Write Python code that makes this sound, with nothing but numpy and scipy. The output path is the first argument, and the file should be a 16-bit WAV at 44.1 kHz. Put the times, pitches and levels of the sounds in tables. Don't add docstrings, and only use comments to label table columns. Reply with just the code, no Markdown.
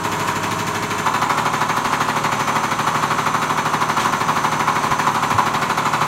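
import sys
import numpy as np
from scipy import signal
from scipy.fft import rfft, irfft, next_fast_len
from scipy.io import wavfile
from scipy.ndimage import map_coordinates

SR = 44100
rng = np.random.default_rng(int(sys.argv[2]) if len(sys.argv) > 2 else 0)


def put_to_file(sound):
    columns = np.atleast_2d(sound).T
    safe = np.clip(columns, -1, 1)
    whole_steps = np.round(safe * 32767)
    wavfile.write(sys.argv[1], SR, whole_steps.astype(np.int16))


def volts(x):
    e = np.asarray(x, float) / 20
    return 10 ** e


N = 267673
SHAFT_HZ, TURNS = 12.727, 77
STROKE_S = .036
FIRST_FUELLED = 13
DELIVERY_MS = -1.184

# (time after delivery starts [ms], level [dB])
LINE_BLOWS = [
    (1.5, -4.5),
    (4.5, -12.5),
    (10.3, -12.5),
    (15.6, -10.5),
    (20.5, -13.5),
    (29, -32),
    (42, -20.5),
]
HOUSING_HZ = [573, 712, 762, 830, 876, 908, 978, 1018, 1060, 1100, 1158, 1195, 1235, 1320, 1440, 1490, 2000,
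              2210]
# (width [Hz], level as heard [dB])
HOUSING_RING = [(25, -9), (55, -9), (26, -1), (28, -2.5), (32, -0.5), (26, -1.5), (32, 2), (22, 7),
                (36, 5.5), (36, -2), (30, -2.5), (30, -5), (34, -5.5), (65, -6), (55, -8), (55, -9),
                (90, -17), (60, -16)]
FACE_BORDERS_HZ = [930, 1100]
# (level [dB], change when turned away [dB], lag [ms])
HOUSING_FACES = [
    (0, 0, 1.5),
    (0, -3.5, 0),
    (0, 7, 0),
]


def pressure_blow():
    t = np.arange(SR // 12) / SR
    ms, blow_db = np.transpose(LINE_BLOWS)
    slip_ms = .03 * rng.standard_normal((TURNS, len(LINE_BLOWS), 1))
    scatter_db = .6 * rng.standard_normal((TURNS, len(LINE_BLOWS), 1))
    since = np.maximum(t - (DELIVERY_MS + ms[:, None] + slip_ms) / 1000, 0) / 0.0001
    pushes = (volts(blow_db[:, None] + scatter_db) * since * np.exp(-since)).sum(1)
    spray = volts(-31 - 60 * t / .25) * rng.standard_normal(pushes.shape)
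    stroke = pushes + spray
    force = each_turn(stroke, blow_levels())

    modes = np.column_stack([HOUSING_HZ, HOUSING_RING]).astype(float)
    drive_power = np.mean(abs(stroke @ np.exp(-2j * np.pi * np.outer(t, HOUSING_HZ))) ** 2, 0)
    modes[:, 2] -= 10 * np.log10(drive_power)

    face = np.digitize(HOUSING_HZ, FACE_BORDERS_HZ)
    away, = curves(PHONE_FACING)
    ring = np.zeros(N)
    for k, (db, away_db, lag_ms) in enumerate(HOUSING_FACES):
        late_force = np.roll(force, round(lag_ms * SR / 1000))
        ring += volts(db + away_db * away) * ringing(late_force, modes[face == k], order=2)
    return volts(-22.0) * unit(ring)


# (turn [count], extra level [dB])
ODD_STROKES = [
    (28, 2.1),
    (37, -1.3),
    (53, -1.3),
    (59, 1.8),
    (64, 2.3),
    (68, 3.8),
]


def blow_levels():
    since = np.arange(TURNS) - FIRST_FUELLED
    surge_db = 0.5 * np.exp(-abs(since) / SHAFT_HZ / 1)
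    base_db = -17
    db = per_stroke(base_db, away_db=-4.1, scatter_db=-0.9) + surge_db
    turn, extra_db = np.transpose(ODD_STROKES)
    db = db + np.bincount(turn.astype(int), extra_db, TURNS)
    return np.where(since >= 0, db, base_db - 14)


# (frequency [Hz], width [Hz], level [dB])
TAPPET_MODES = [(1052, 85, 18), (1080, 59, 17.5), (1250, 5.6, -18), (1375, 13.6, 10.5), (1714, 70, 1.5),
                (1913, 21, 8.5), (2150, 1000, -3.5), (2704, 155, -1.5), (2960, 145, -9)]
# (frequency [Hz], level [dB per Hz])
CLANK_COLOUR = [(740, -17.5), (1250, -4), (1490, -5), (1650, -3.5), (2090, -6), (2250, -5), (2900, -14.5),
                (4080, -13.5), (5000, -18.5), (6500, -37), (11000, -120)]
# (frequency [Hz], level [dB per Hz])
CLATTER_COLOUR = [(2060, 5), (3500, 6), (4200, 3), (4950, 10), (6280, 2.5), (6610, 3), (7080, -4.5),
                  (10500, -3.5), (13000, -11), (15800, -5)]
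# (frequency [Hz], width [Hz], level [dB])
SPRING_MODES = [(6220, 230, -0.5), (6470, 120, 1), (6740, 82, -0.5), (7110, 150, 2), (7360, 110, -5)]


def cam():
    fuel = load()
    tappet_hits = impacts(0.0059, 0.16, spiky_db=2.0, fresh=0.17)
    tappet = volts(-29.0 - 1.3 * fuel) * unit(ringing(tappet_hits, TAPPET_MODES))
    clank_hits = impacts(0.017, 0.081, spiky_db=1.0, fresh=0.89)
    clank = volts(-34.5 + 4.04 * fuel) * coloured(clank_hits, CLANK_COLOUR)
    clatter_hits = impacts(0.00097, 0.1, spiky_db=1.0, fresh=0.94)
    clatter = volts(-37) * coloured(clatter_hits, CLATTER_COLOUR)
    hidden = np.clip((np.arange(N) / SR - 2.35) / .2, 0, 1)
    spring_hits = impacts(0.0023, 0.16, spiky_db=2.5, fresh=0.67)
    spring = volts(-42 - 3 * hidden) * unit(ringing(spring_hits, SPRING_MODES))
    return tappet + clank + clatter + spring


def impacts(rise_s, t60_s, spiky_db, fresh):
    t = np.arange(SR // 9) / SR
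    db = per_stroke(-28.3, away_db=-3, scatter_db=0.8)
    grain = volts(spiky_db * rng.standard_normal((TURNS, len(t) // 40 + 1)))
    grain = grain.repeat(40, axis=1)[:, :len(t)]
    shape = (1 - np.exp(-(t / rise_s) ** 2)) * volts(-60 * (t / t60_s) ** 1.37)
    return each_turn(shape * grain * rattle(len(t), fresh, drift=.1), db)


def rattle(length, fresh, drift):
    a, b = rng.standard_normal((2, length))
    angle = drift * np.arange(TURNS)[:, None]
    share = np.clip(fresh, 0, 1)
    pattern = a * np.cos(angle) + b * np.sin(angle)
    return np.sqrt(1 - share) * pattern + np.sqrt(share) * rng.standard_normal((TURNS, length))


# (time [s], turned away [0-1])
PHONE_FACING = [(0, 0), (.9, 0), (1.1, 0), (1.6, 0), (2, 0), (2.5, 0.2), (3, 0.3), (3.5, 0.42), (4, 0.34),
                (4.5, 0.23), (5, 0.1), (5.5, 0), (6.07, 0.27)]


def per_stroke(level_db, away_db, scatter_db):
    s = np.arange(TURNS) / SHAFT_HZ + STROKE_S
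    away = np.interp(s, *np.transpose(PHONE_FACING))
    return level_db + away_db * away + scatter_db * rng.standard_normal(TURNS)


def each_turn(shapes, db):
    start = np.searchsorted(turns(), np.arange(len(db)) + STROKE_S * SHAFT_HZ)
    where = start[:, None] + np.arange(shapes.shape[1])
    return np.bincount(where.ravel(), (volts(db)[:, None] * shapes).ravel(), N + SR)[:N]


def load():
    return np.clip(turns() - FIRST_FUELLED, 0, 1)


# (time [s], lag [ms])
SHAFT_LAG = [(0, .3), (1.3, -.05), (2, 0), (2.8, .3), (4, .15), (6.07, -.75)]


def turns():
    return SHAFT_HZ * (np.arange(N) / SR - curves(SHAFT_LAG)[0] / 1000)


# (frequency [Hz], moment [ms])
SWELL_MOMENTS = [(60, 32), (105, 30), (130, 60), (240, 61), (275, 52), (398, 53), (420, 83), (470, 46),
                 (580, 52)]
# (shaft order [per turn], level before delivery [dB], level during it [dB])
BED_ORDERS = [(5, -9, -14), (6, -14, -10), (8, 4.5, -6), (9, 1, 1), (11, -13, 0), (12, 4.5, 6),
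              (13, -3, -44), (14, 4, 0), (16, -14, -20), (17, 1, 3.5), (18, 2, 2), (19, -2.5, -24),
              (20, -22, 3.3), (21, -0.5, -5.5), (22, -22, -1.5), (23, -0.5, -11.5), (24, 2, -2),
              (26, 1, -10), (27, -8, 0.7), (29, -2, -0.5), (30, -0.5, 0.5), (31, -15, 0), (32, 2, -44),
              (33, -1, -5.5), (34, 1.5, -10.5), (37, -33, -5), (40, -31, -11), (41, -39, -17),
              (42, -14, -2), (43, -5, -1.5)]


def drone():
    angle, fuel = turns(), load()
    order = np.arange(1, 47)
    delay_turns = along(SWELL_MOMENTS, order * SHAFT_HZ) / 1000 * SHAFT_HZ
    phase = np.cumsum(delay_turns) - .1 * rng.standard_normal(len(order))
    out = np.zeros(N)
    for k, idle_db, load_db in BED_ORDERS:
        k = round(k)
        level = volts(idle_db + fuel * (load_db - idle_db) + .9 * wobble(4))
        out += level * np.sin(2 * np.pi * (k * angle - phase[k - 1]))
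    return volts(-28.5) * unit(out)


# (frequency [Hz], level [dB per Hz])
MOTOR_RUSH = [(18, -62), (33, -56), (134, -3.5), (352, -10), (412, -7), (483, -13), (644, -5), (794, -6.5),
              (1030, 3), (1610, -8.5), (1790, -12), (4600, -21.5), (7180, -20.5), (13100, -38),
              (15800, -38)]
GEAR_HZ = [646, 947.5, 1491]
# (level [dB], change under load [dB], waver [Hz])
GEAR_TONES = [
    (-41, -7, 1),
    (-33, -4, .6),
    (-42, -7, 3),
]
# (frequency [Hz], from [s], to [s], level [dB])
SUPPLY_WHINE = [(6227, 0, .9, -48), (6227, 1.45, 2.05, -48), (6227, 2.4, 5.9, -47), (6175, 0, 1.2, -48),
                (6175, 2.6, 4.5, -52), (6175, 5, 6.07, -49), (6126, 2.35, 3.1, -46), (6126, 4.3, 4.6, -47),
                (6126, 5.2, 6.07, -51), (6073, 2.3, 3.6, -48), (6073, 3.8, 5, -48), (6073, 5.25, 5.8, -51),
                (6320, 1.5, 2.1, -47), (6320, 4.8, 5.2, -50), (7192, 0, 1.7, -53), (7192, 5.2, 6.07, -52),
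                (12785, 0, 1.15, -62), (12785, 1.6, 2.3, -65), (12785, 2.7, 4.2, -67),
                (12785, 5, 6.07, -65)]


def drive():
    t = np.arange(N) / SR
    rush_db = -25.5 + 0.15 * wobble(3.8) + 0.98 * wobble(20)
    out = volts(rush_db) * coloured(rng.standard_normal(N), MOTOR_RUSH)

    fuel = load()
    for hz, (db, change_db, waver_hz) in zip(GEAR_HZ, GEAR_TONES):
        cycles = hz * t + np.cumsum(waver_hz * wobble(23.4)) / SR
        level = volts(db + change_db * fuel + 0.5 * wobble(3.7))
        out += level * np.sqrt(2) * np.sin(2 * np.pi * cycles)

    sway_db = 1.6 * wobble(5)
    drift_s = np.cumsum(.0002 * wobble(25)) / SR
    for hz, begin, end, db in SUPPLY_WHINE:
        heard = np.clip(np.minimum(t - begin, end - t) / 0.075 + 1, 0, 1)
        out += volts(db + sway_db) * heard * np.sqrt(2) * np.sin(2 * np.pi * hz * (t + drift_s))
    return out


# (time [s], level [dB], t60 [s], extra sharpness [dB per octave])
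AIR_PUFFS = [
    (3.992, -19, 0.3, 2),
    (5.11, -35, .12, 14),
]
# (frequency [Hz], level [dB per Hz])
AIR_COLOUR = [(1500, 10.5), (3000, 8), (6500, 1), (10000, -10), (15000, -21)]
# (time [s], level [dB], frequency [Hz], t60 [s])
DULL_KNOCKS = [
    (4.908, -16, 138, .09),
    (4.905, -25, 75, .14),
    (5.343, -10, 108, .13),
]


def strays():
    t = np.arange(N) / SR

    def after(s, t60_s, rise_s):
        since = np.maximum(t - s, 0)
        return (1 - np.exp(-since / rise_s)) * volts(-60 * since / t60_s)

    out = np.zeros(N)
    for s, db, t60_s, sharp_db in AIR_PUFFS:
        colour = [(hz, hz_db + sharp_db * np.log2(hz / 6000)) for hz, hz_db in AIR_COLOUR]
        out += volts(db) * after(s, t60_s, 0.0093) * coloured(rng.standard_normal(N), colour)
    for s, db, hz, t60_s in DULL_KNOCKS:
        out += volts(db) * after(s, t60_s, 0.0091) * np.sin(2 * np.pi * hz * (t - s))
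    return out


def cabinet(x):
    delay = SR * (.0021 + .00008 * wobble(.8))
    treble = filtered(x, lambda hz: 1 / (1 + (2500 / (hz + 1)) ** 4))
    return x + volts(-10) * np.interp(np.arange(N) - np.round(delay), np.arange(N), treble)


# (frequency [Hz], t60 [s])
SHOP_DECAY = [(200, 0.32), (1000, 0.78), (4000, 1), (12000, 0.16)]


def shop(x):
    hz, t, z = signal.stft(rng.standard_normal(SR // 2), SR, nperseg=256)
    decay = volts(-60 * t / along(SHOP_DECAY, hz)[:, None])
    tail = signal.istft(z * decay, SR, nperseg=256)[1]
    return signal.fftconvolve(np.pad(x, (400, 0)), tail / np.linalg.norm(tail))[:N]


def unit(x):
    return x / np.sqrt(np.mean(x ** 2) + 1e-20)


def along(points, hz):
    f, v = np.transpose(points)
    return np.interp(np.log(hz + 1), np.log(f + 1), v)


def curves(rows):
    s, *cols = np.transpose(rows)
    return [np.interp(np.arange(N) / SR, s, c) for c in cols]


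def wobble(rate):
    coarse = np.arange(0, N + 64, 64)
    knots = rng.standard_normal(int(N * rate / SR) + 4)
    return np.interp(np.arange(N), coarse, map_coordinates(knots, [coarse * rate / SR]))


def filtered(x, response):
    m = next_fast_len(N + SR // 2)
    return irfft(rfft(x, m) * response(np.fft.rfftfreq(m, 1 / SR)), m)[:N]


def ringing(x, modes, order=1):
    def response(f):
        total = 0
        for k, (centre, width, db) in enumerate(modes):
            damping = 1j * f * width
            resonance = damping / (centre * centre - f * f + damping)
            total = total + (-1) ** k * volts(db) * resonance ** order
        return total

    return filtered(x, response)


def coloured(x, spectrum):
    return unit(filtered(x, lambda hz: volts(along(spectrum, hz))))


def scene():
    bed, blow, train = drone(), pressure_blow(), cam()
    room = shop(volts(-11) * blow + volts(-10.0) * train)
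    return (bed + blow + room + cabinet(train + drive()) + strays())[None]


def roll_off(x):
    return signal.sosfilt(signal.butter(12, 15900, fs=SR, output="sos"), x)


# (frequency [Hz], level [dB])
PORT_DIPS = [(4300, 0), (4950, -6.5), (5600, -1.5), (9600, 1), (10500, -3.5), (11400, 1.5), (13200, 3.5),
             (14000, -3.5)]


def record(dry):
    mix = filtered(dry[0], lambda hz: volts(along(PORT_DIPS, hz)) * (hz < 15830))[None]
    return roll_off(mix)


dry = scene()
out = record(dry)
put_to_file(out)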